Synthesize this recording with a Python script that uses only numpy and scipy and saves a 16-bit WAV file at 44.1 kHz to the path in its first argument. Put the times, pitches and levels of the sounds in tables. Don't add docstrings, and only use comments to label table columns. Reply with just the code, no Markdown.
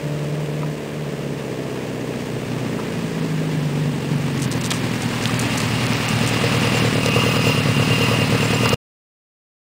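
import sys
import numpy as np
from scipy import signal
from scipy.fft import rfft, irfft
from scipy.io import wavfile
from scipy.ndimage import uniform_filter1d

SR = 44100
rng = np.random.default_rng(int(sys.argv[2]) if len(sys.argv) > 2 else 0)


def transcribe(u):
    v = np.clip(np.atleast_2d(u).T, -1, 1)
    q = np.round(v * 32767).astype(np.int16)
    wavfile.write(sys.argv[1], SR, q)


def gain_from_db(level_db):
    decades = np.asarray(level_db, float) / 20
    return 10 ** decades


N = 426006

# [time_s, distance_m, heading_deg]
PATH = [(0, 16.7, 1.3), (1, 18.6, 13), (2, 14.3, 25), (3, 11.06, 34), (4, 10.2, 41), (4.6, 6.94, 52.7),
        (5.4, 4.15, 66.5), (6, 3.8, 68.4), (6.6, 3.08, 69.6)]
# [time_s, firings_hz]
FIRING_RATE = [(0.0, 72.62), (0.6, 75.5), (1.2, 71.3), (1.6, 64.58), (2.6, 60.35), (3.2, 53.98),
               (4.0, 46.82), (4.4, 45.89), (4.6, 41.52), (5.6, 39.57), (5.8, 41.32), (6.0, 39.19),
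               (7.0, 38.51), (7.2, 40.03), (7.6, 36.14), (8.0, 38.4), (8.4, 37.71), (8.75, 41.83)]
# [time_s, ahead_firings, width_s]
HUNT = [(0.2, 0.04, 0.07), (0.42, 0.078, 0.03), (0.6, -0.043, 0.075), (0.92, -0.09, 0.03),
        (1.05, 0.158, 0.04), (1.23, -0.041, 0.03), (1.59, -0.091, 0.055), (1.89, 0.1, 0.075),
        (2.44, -0.079, 0.075), (2.72, 0.064, 0.04), (3.4, -0.062, 0.04), (3.55, 0.03, 0.055),
        (3.74, -0.09, 0.03), (3.91, 0.107, 0.04), (4.09, -0.094, 0.04), (4.42, 0.017, 0.1),
        (4.59, -0.045, 0.03), (4.77, -0.032, 0.03), (4.99, 0.054, 0.075), (5.32, -0.088, 0.055),
        (5.59, 0.091, 0.04), (5.77, -0.065, 0.04), (5.94, 0.063, 0.055), (6.07, 0.035, 0.03),
        (6.19, -0.034, 0.03), (6.36, -0.024, 0.14), (6.85, 0.115, 0.075), (7.26, -0.067, 0.1),
        (7.5, 0.038, 0.03), (7.62, 0.087, 0.1), (7.74, 0.043, 0.03), (7.91, -0.051, 0.075),
        (8.05, -0.048, 0.03), (8.19, 0.064, 0.04), (8.3, -0.036, 0.03), (8.59, -0.085, 0.03)]
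# [time_s, load_db]
LOAD = [(0, 12.5), (.7, 14), (.8, -3), (1, 9.5), (1.3, 8.5), (1.6, 4.5), (2.2, 6), (2.4, 10), (2.95, 8.5),
        (3.1, 10), (3.22, 12), (3.9, 14.5), (4, 11), (4.2, 13.5), (4.5, 10.5), (5.1, 5.5), (6.2, 6),
        (7.4, 7), (7.65, 9), (8.1, 7)]
# [pitch_hz, width_hz, level_db]
WHINE = [(11660, 250, -73.5), (11948, 8, -83), (12248, 8, -86.5), (12500, 292, -73.5)]
# [start_s, peak_db, centre_hz, t60_s]
LEAVES = [(4.3745, -26.5, 4620, 0.034), (4.3969, -26.5, 7140, 0.067), (4.4179, -25, 7700, 0.13),
          (4.439, -27, 6330, .1), (4.5136, -26.5, 6500, 0.16), (4.554, -47, 7500, 0.23),
          (4.6114, -22.5, 8530, 0.06), (4.636, -24, 6640, 0.38), (4.704, -1.5, 3500, .03),
          (4.71, -12.5, 6500, 0.05), (4.734, -23.5, 6500, 0.16), (4.7544, -26.5, 5750, 0.18),
          (5.02, -21, 7400, 0.026), (5.2225, -25, 5000, 0.068), (5.272, -22, 6000, 0.056),
          (5.293, -25, 6000, .04), (5.392, -14.5, 7500, 0.14), (5.572, -12.5, 6450, 0.058),
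          (5.6005, -19.5, 8000, 0.04), (6.0813, -19.5, 7600, 0.22), (6.2627, -25, 7320, 0.027),
          (6.272, -17.5, 6960, 0.043), (6.286, -19, 7000, 0.069), (8.6572, -14, 5040, 0.067),
          (8.6906, -7, 7000, 0.027)]
# [start_s, peak_db, centre_hz]
SNAPS = [(4.4188, -18, 6000), (4.4221, -15, 6500), (4.4306, -18, 4800), (4.4407, -21, 4400),
         (4.4507, -19, 4200), (4.5148, -15, 6400), (4.5197, -18, 6400), (4.526, -17, 5200),
         (4.5365, -21, 5700), (4.54, -22, 6100), (4.6124, -18, 7400), (4.6431, -16, 4900),
         (4.6494, -19, 5100), (4.6549, -14, 5900), (4.6612, -14, 4300), (4.7167, -12, 5400),
         (4.7215, -17, 8800), (5.0334, -19, 4700), (5.2389, -16, 4800), (5.343, -17, 4300),
         (5.3938, -14, 7300), (5.3983, -11, 6400), (5.5743, -15, 5100), (5.5778, -13, 5400),
         (5.5823, -14, 5500), (5.6029, -15, 5100), (5.6175, -14, 4500), (5.8663, -12, 4800),
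         (5.9332, -12, 5200), (5.9688, -15, 3800), (6.0892, -12, 6700), (6.2635, -13, 5900),
         (6.2751, -14, 6500), (6.6105, -14, 3600), (6.7877, -14, 4000), (7.0606, -9, 4500),
         (8.6581, -14, 3700), (8.6916, -9, 6200)]
# [start_s, length_s]
GAPS = [(4.46, 0.048), (4.538, 0.012), (4.59, 0.015), (4.622, .012), (4.68, 0.036), (4.719, 0.011),
        (5.382, 0.0072), (5.396, 0.014), (5.569, 0.0083), (5.87, 0.0098), (5.93, 0.012), (6.067, 0.013),
        (6.256, 0.011), (8.659, 0.021), (8.69, 0.03)]
# [start_s, peak_db, pitch_hz, t60_s]
KNOCKS = [(0.6317, -30, 965, 0.06), (0.632, -29, 1250, 0.032), (0.6322, -32, 2300, .008),
          (0.74, -58, 2300, 0.014), (2.7897, -32.5, 1010, 0.05), (2.791, -28, 1280, 0.027),
          (2.7995, -32, 940, .04), (2.8, -34, 1250, 0.036), (3.491, -27, 900, 0.019),
          (4.7124, -12.5, 3600, 0.0038), (4.7218, -12.5, 3280, 0.0041), (5.2565, -5, 3450, 0.0023),
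          (5.294, -21.5, 1200, 0.035)]
# [start_s, peak_db, centre_hz, t60_s]
BUMPS = [
    (4.7135, -19, 1200, .04),
    (8.657, -12, 1000, 0.035),
]
# [start_s, peak_db, pitch_hz, t60_s]
PINGS = [(6.7516, -33, 7340, 0.054), (6.8573, -37, 7306, 0.06), (7.4744, -34, 7305, 0.055),
         (8.4392, -33.5, 7300, 0.049), (8.5405, -31, 7340, 0.052)]
# [freq_hz, level_db]
FAR_CLATTER = [(350, -5), (600, -8.5), (660, -17.5), (822, -10.5), (969, -11), (1480, -17.5), (1650, -12.5),
               (2860, -17), (3970, -23.5), (8300, -26), (9950, -31.5), (10150, -38), (13400, -37),
               (15800, -32)]
# [freq_hz, level_db]
NEAR_CLATTER = [(350, -14), (600, -3), (822, -6), (1210, -8), (1540, -8.5), (2260, -5.5), (2780, -6.5),
                (3190, -10), (4940, -13.5), (6400, -22.5), (9950, -22), (10150, -35.5), (12000, -37.5),
                (15800, -34.5)]
# [pitch_hz, width_hz, level_db]
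CASES = [(981, 8, -7.5), (1197, 180, -5), (2027, 70, -11), (2550, 50, -3.5), (2782, 56, 3.5),
         (4084, 320, -20), (4970, 60, -11.5), (9300, 150, -30.5), (10660, 45, -37.5), (12530, 80, -41),
         (14900, 60, -18.5)]
# [time_s, level_db]
RATTLE = [(5, -9), (5.5, -0.5), (6.3, 1.5), (6.65, 9), (7, 9), (7.15, 14), (7.5, 15.5), (7.9, 11),
          (8.05, 13.5), (8.3, 9.5), (8.65, 12.5)]
# [boom_hz, boom_db, boom2_hz, boom2_db, shell_db, lag_ms]
PIPES = [(134, 6.5, 150, 9.5, -9.5, 0.069), (120.7, 12, 153.6, 17.5, 3.5, 0.98),
         (104, 4.5, 150, 11.5, -8, 0.66), (134, 1, 153.4, 19, -14, 0.15)]
# [heading_deg, cyl1_db, cyl2_db, cyl3_db, cyl4_db]
FACING = [(0, -.5, 1, -.7, .2), (20, -1.5, -2, 3.5, 0), (45, .5, -1, 1.6, -1.2), (70, 1.5, -.3, .2, -1.1),
          (90, 2.6, .2, .5, -3.2)]
# [heading_deg, cyl1_db, cyl2_db, cyl3_db, cyl4_db]
MOUTHS = [(0, -4, -3, -4, -2), (20, -8, -5, 0, -3), (45, -3, -4, 0, -4), (58, 0, -3, 0, -6),
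          (77, 0, -7, -7, -10)]
# [pitch_hz, width_hz, cyl1_db, cyl2_db, cyl3_db, cyl4_db]
HEADERS = [(304, 61, 10, -1, -4.5, -5), (408.6, 25, 15.5, 6, 11.5, -11.5), (443, 47, 11, 15.5, -6, 13.5),
           (597, 110, 4, 0.5, -2, 3), (669, 49, 1, -5.5, 3, 5)]
# [pitch_hz, width_hz, cyl1_db, cyl2_db, cyl3_db, cyl4_db]
BARKS = [(232, 88, 3.5, 0.1, 0, -10.5), (259.2, 27, 4.5, 1.2, 3, -21), (285.6, 7.7, 3.5, 0.24, -7, -14.5)]
# [heading_deg, bark_db, headers_db, shell_db, low_boom_db]
AIM = [(0, 5, -0.5, -3, -31), (20.3, 9.5, -0.5, -12.5, -30), (40, 8.5, -6, -13, -6),
       (68, 5.5, -17.5, -16, 17), (83.1, 1, -6.5, -0.5, -15)]
# [heading_deg, level_db]
COLLECTOR = [(0, -35), (28, -8.5), (38, -4), (46, -1), (55, -6), (66, -4.5), (71, -9.5), (75, -30)]
# [time_s, level_db]
SHAKE = [(0, -17), (4.5, -5), (5.9, -7), (6.1, -12), (6.23, 2), (6.33, -3), (6.44, 9), (6.55, 1), (6.75, 2),
         (6.96, 0), (7.07, 4.5), (7.17, 5), (7.27, 5), (7.38, 4.5), (7.49, 5.5), (7.6, -2), (7.77, -2),
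         (7.91, -0.5), (8.12, 5.5), (8.3, -0.5), (8.64, 5)]
# [time_s, share_0_1]
UPPER_BOOM = [(0, .8), (1.3, .6), (1.7, .1), (2.85, .1), (3.2, .8), (3.9, 0.5), (4.5, .1), (7.3, .1),
              (7.65, .4), (8, .1)]
# [firing_rate_multiple, level_db, turn_db_per_deg, late_firings]
CRANK_NOTES = [(4, 2, -0.45, 0.019), (6, -4.5, -0.2634, 0.026), (7, -19, -.5, 0.02), (8, 3, -.5, 0.023),
               (9, -7.5, -.5, 0.026), (3.75, -26, 0.3471, 0.046), (5, -15, 0.1, 0.023)]


def curves(table, along=None):
    x, *columns = np.transpose(table)
    along = np.arange(N) / SR if along is None else along
    return [np.interp(along, x, column) for column in columns]


def unit(x):
    return x / np.sqrt(uniform_filter1d(x ** 2, size=SR // 2) + 1e-12)


def noise():
    return rng.standard_normal(N)


def ring(x, hz, width_hz):
    return signal.lfilter(*signal.iirpeak(hz, hz / width_hz, fs=SR), x)


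def modes(x, table, k):
    return sum((-1) ** j * gain_from_db(mode[2 + k]) * ring(x, *mode[:2]) for j, mode in enumerate(table))


def colour(x, table):
    hz, db = np.transpose(table)
    f = np.arange(N // 2 + 1) * SR / N + 1
    return irfft(rfft(x) * gain_from_db(np.interp(np.log(f), np.log(hz), db)), N)


def above(hz, order=24):
    return 1 / (1 + (hz / (np.arange(N // 2 + 1) * SR / N + 50)) ** order)


def walk(rate_hz):
    k = int(SR / rate_hz)
    steps = np.repeat(rng.standard_normal(N // k + 1), k)
    return 1.2 * uniform_filter1d(uniform_filter1d(steps, k), k)[:N]


def ramp(start_s, takes_s):
    return np.clip((np.arange(N) / SR - start_s) / takes_s, 0, 1)


def halt():
    return ramp(6.3, 0.4)


def hat(width_s):
    u = np.arange(-256, 257) / SR / width_s
    return (1 - u ** 2) * np.exp(-u ** 2 / 2)


def camera_whine():
    whine = sum(gain_from_db(db) * unit(ring(noise(), hz, width_hz)) for hz, width_hz, db in WHINE)
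    return whine + gain_from_db(-63) * unit(ring(noise(), 35, 50))


def cracks(events, spread, grains_hz, rise_s):
    out, t = np.zeros(N), np.arange(SR // 10) / SR
    size = (len(events), len(t))
    chance = rng.standard_normal(size) * (rng.random(size) < grains_hz / SR)
    for (s, db, hz, t60_s), snaps in zip(events, chance):
        shape = (1 - np.exp(-t / rise_s)) * np.exp(-np.log(1000) * t / t60_s)
        burst = ring(ring(snaps * shape, hz, spread * hz), hz, 2 * spread * hz)
        i = int(s * SR)
        out[i:i + len(t)] += gain_from_db(db) * burst / np.abs(burst).max()
    return out


def knocks():
    out, t = np.zeros(N), np.arange(SR // 10) / SR
    for s, db, hz, t60_s in KNOCKS:
        i = int(s * SR)
        out[i:i + len(t)] += gain_from_db(db) * np.sin(2 * np.pi * hz * t) * np.exp(-np.log(1000) * t / t60_s)
    return out


def crushed_leaves(gap):
    split_hz, copy_hz, top_db = 10050, 5400, -8
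    leaves = cracks(LEAVES, spread=1.0, grains_hz=7000, rise_s=.0012)
    leaves *= 1 - .8 * uniform_filter1d(1. * gap, size=64)
    snaps = [(s, db - 5, hz, 0.0073) for s, db, hz in SNAPS]
    leaves += cracks(snaps, spread=0.89, grains_hz=21000, rise_s=.0001)
    top_share = above(split_hz, order=80)
    shifted = leaves * np.cos(2 * np.pi * copy_hz * np.arange(N) / SR)
    return irfft(rfft(leaves) * (1 - top_share) + gain_from_db(top_db) * rfft(shifted) * top_share, N)


def clatter(phase, clatter_db, hiss_db, busy, near, gap):
    ticks_hz, flicker_db, surge_db = 1500, 1, 2.6
    beat = gain_from_db(0.76 * np.cos(2 * np.pi * (phase - .15)) + 0.62 * np.cos(np.pi / 2 * (phase - 1.2)))
    tick_db = 2.0 * np.minimum(rng.exponential(size=N), 3)
    ticks = (rng.random(N) < ticks_hz / SR) * noise() * gain_from_db(tick_db)
    drive = beat * (unit(ticks) * 0.52 + noise())
    broad = (1 - near) * unit(colour(drive, FAR_CLATTER)) + near * unit(colour(drive, NEAR_CLATTER))
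    cases = sum(gain_from_db(db + flicker_db * walk(30)) * ring(drive, hz, width_hz) / width_hz ** .25
                for hz, width_hz, db in CASES)
    cases_db = -16 + curves(RATTLE)[0] + surge_db * walk(16)
    spectrum = rfft(broad + gain_from_db(cases_db) * unit(cases))

    patch_hz, drop_db = (5200, 6300, 7600, 8800, 10050), -16
    body = irfft(spectrum * (above(130) - above(patch_hz[0])), N)
    hiss = irfft(spectrum * above(patch_hz[-1]), N) * gain_from_db(0.5)
    block = np.arange(N) // 512
    for lo, hi in zip(patch_hz, patch_hz[1:]):
        dropped = rng.random(N // 512 + 1)[block] < .12 * near + .15 * busy[block * 512]
        dropped |= gap & (rng.random(N // 512 + 1)[block] < .75)
        patch = irfft(spectrum * (above(lo) - above(hi)), N)
        hiss += patch * gain_from_db(drop_db * uniform_filter1d(1. * dropped, size=128))
    body_db = clatter_db + 2.0 + 0.34 * walk(16)
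    return gain_from_db(body_db) * unit(body) + gain_from_db(hiss_db - 0.12 + 0.26 * walk(25)) * unit(hiss)


def pressure_beat(phase):
    idle_hz, power = 39, 1.1
    beat = (np.gradient(phase) * SR / idle_hz) ** power * np.cos(2 * np.pi * (phase - .36))
    beat += gain_from_db(-4.0) * np.cos(4 * np.pi * (phase - .17))
    beat *= 1 + .4 * np.cos(np.pi / 2 * phase) + .35 * np.cos(np.pi * phase)
    return beat + gain_from_db(-12) * unit(ring(ring(noise(), 78, 60), 78, 60))


def crank_notes(phase, heading):
    return sum(gain_from_db(db + turn_db * heading) * np.cos(np.pi / 2 * round(4 * multiple) * (phase - late))
               for multiple, db, turn_db, late in CRANK_NOTES)


def fire_pipes(phase, heading, low_db):
    timing_scatter, size_scatter_db, puff_scatter_s, facing_weight = .008, 1.4, .0008, 1.6
    boom_width_hz, shell_hz, shell_width_hz = 23, 466, 26
    count = np.arange(4, int(phase[-1]) - 1)
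    timing, fire_size, puff_size, lateness = rng.standard_normal((4, len(count)))
    at = np.interp(count + timing_scatter * timing, phase, np.arange(N))
    facing, mouths, rolling = curves(FACING, heading), curves(MOUTHS, heading), 1 - halt()
    boom, bark, shell, tubes, fires, puffs, gusts, third_gust = np.zeros((8, N))
    for k, (hz, db, hz2, db2, shell_db, lag_ms) in enumerate(PIPES):
        mine = count % 4 == k
        where = np.minimum(at[mine] + lag_ms * SR / 1000, N - 1).astype(int)
        late = np.abs(puff_scatter_s * SR * lateness[mine] * rolling[where]).astype(int)
        fire, puff, gust, blow = np.zeros((4, N))
        fire[where] = -gain_from_db(size_scatter_db * fire_size[mine])
        puff_db = size_scatter_db * puff_size[mine]
        puff[where] = gain_from_db(puff_db + facing_weight * facing[k][where])
        gust[where + late] = gain_from_db(puff_db + mouths[k][where])
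        blow[where + late] = fire[where]
        boom += gain_from_db(db + low_db) * ring(fire, hz, boom_width_hz) + gain_from_db(db2) * ring(fire, hz2, boom_width_hz)
        bark += modes(blow, BARKS, k)
        plate = ring(fire, shell_hz, shell_width_hz) - gain_from_db(-4.0) * ring(fire, 560, shell_width_hz)
        shell += gain_from_db(shell_db) * (plate + gain_from_db(-3) * ring(fire, 671, 50))
        tubes += modes(puff, HEADERS, k)
        fires += fire
        puffs += puff
        gusts += gust
        if k == 2:
            third_gust = gust
    return boom, bark, shell, tubes, fires, puffs, gusts, third_gust


def low_boom(boom):
    low = unit(boom) + gain_from_db(-13) * unit(ring(noise(), 120, 31))
    share = np.clip(curves(UPPER_BOOM)[0], 0, 1)
    return (1 - share) * ring(low, 120, 84) + share * ring(low, 152, 40)


def exhaust(phase, heard_db, heading):
    aim_db, tubes_db, shell_db, low_db = curves(AIM, heading)
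    load_db, shake_db, halted = curves(LOAD)[0], curves(SHAKE)[0], halt()
    boom, bark, shell, tubes, fires, puffs, gusts, third_gust = fire_pipes(phase, heading, low_db)

    thump = signal.fftconvolve(np.roll(gusts, -int(.001 * SR)), -hat(.001), "same")
    upper = gain_from_db(-1.5 + 2 * halted) * unit(thump)
    upper += gain_from_db(-3.0 - 7 * halted) * unit(ring(bark, 277, 130))
    shell = np.roll(ring(shell, 480, 90), -int(.0055 * SR))
    upper += gain_from_db(shell_db + 5 * halted + shake_db) * unit(shell)
    pop = signal.fftconvolve(np.roll(third_gust, int(.002 * SR)), hat(.0005), "same")
    body = ring(ring(bark, 225, 120), 225, 150)
    upper += halted * (gain_from_db(-12 + shake_db / 2) * unit(pop) + gain_from_db(-6.5) * unit(body))
    upper += gain_from_db(curves(COLLECTOR, heading)[0]) * unit(ring(ring(puffs, 246.2, 17), 246.2, 90))
    gas = (1.0 + np.exp(-(phase % 1) / 1.3)) * ring(ring(noise(), 550, 390), 220, 480)
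    upper += gain_from_db(tubes_db) * (unit(tubes) + gain_from_db(-11 - 5.0 * halted) * unit(gas))
    upper += gain_from_db(-17.5 - .5 * heading) * unit(ring(ring(fires, 597, 31), 597, 200))
    upper -= 0.72 * ramp(4.9, 0.36) * ring(upper, 333, 98)

    bark_db = heard_db + aim_db + 0.033 * (load_db - load_db.mean())
    pipes = gain_from_db(heard_db + load_db - 1.5) * unit(low_boom(boom)) + gain_from_db(bark_db - 3.4) * upper
    pipes += gain_from_db(heard_db) * crank_notes(phase, heading)
    pipes = signal.sosfiltfilt(signal.butter(2, 90, "high", fs=SR, output="sos"), pipes)
    return pipes + gain_from_db(heard_db - 15.5) * pressure_beat(phase)


def crank_phase(rate_hz):
    t = np.arange(N) / SR
    coarse = t[::64]
    hunt = sum(ahead * np.exp(-((coarse - s) / width_s) ** 2 / 2) for s, ahead, width_s in HUNT)
    return 3.11 + np.cumsum(rate_hz) / SR + np.interp(t, coarse, hunt)


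def scene():
    idle_db, idle_hz, speed_power, stop_m = -24, 39, 0.48, 1.6
    near_m, near_power = 2.14, 1.2
    t = np.arange(N) / SR
    rate_hz, (metres, heading) = curves(FIRING_RATE)[0], curves(PATH)
    phase = crank_phase(rate_hz)
    heard_db = idle_db + 20 * np.log10((rate_hz / idle_hz) ** speed_power * stop_m / metres)
    hiss_db = heard_db - 10
    near = np.clip((near_m / metres) ** near_power, 0, 1)
    gap = np.any([(t > s) & (t < s + length_s) for s, length_s in GAPS], axis=0)

    mix = camera_whine()
    leaves = crushed_leaves(gap)
    busy = np.clip(2.5 * uniform_filter1d(np.abs(leaves), size=SR // 9) / gain_from_db(hiss_db), 0, 1)
    mix += leaves + knocks()
    mix += cracks(BUMPS, spread=0.8, grains_hz=11000, rise_s=.00029)
    mix += cracks(PINGS, spread=0.015, grains_hz=2000, rise_s=.0014)
    mix += clatter(phase, heard_db, hiss_db, busy, near, gap)
    mix += exhaust(phase, heard_db, heading)
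    return mix[None]


def roll_off(x):
    return signal.sosfilt(signal.butter(12, 16880, fs=SR, output="sos"), x)


def record(dry):
    cut_s, top_hz = 8.745, 15730
    x = signal.lfilter(*signal.butter(2, 30, "high", fs=SR), dry)
    x = np.tanh(1.387 * x) / 0.84
    x = signal.sosfilt(signal.ellip(16, .3, 60, top_hz, fs=SR, output="sos"), x)
    t = np.arange(N) / SR
    gate = np.clip((cut_s - t) / 0.0013, 0, 1)
    gate += gain_from_db(-17.0) * np.clip((cut_s + 0.015 - t) / 0.012, 0, 1)
    mix = x * gate
    return roll_off(mix)


dry = scene()
out = record(dry)
transcribe(out)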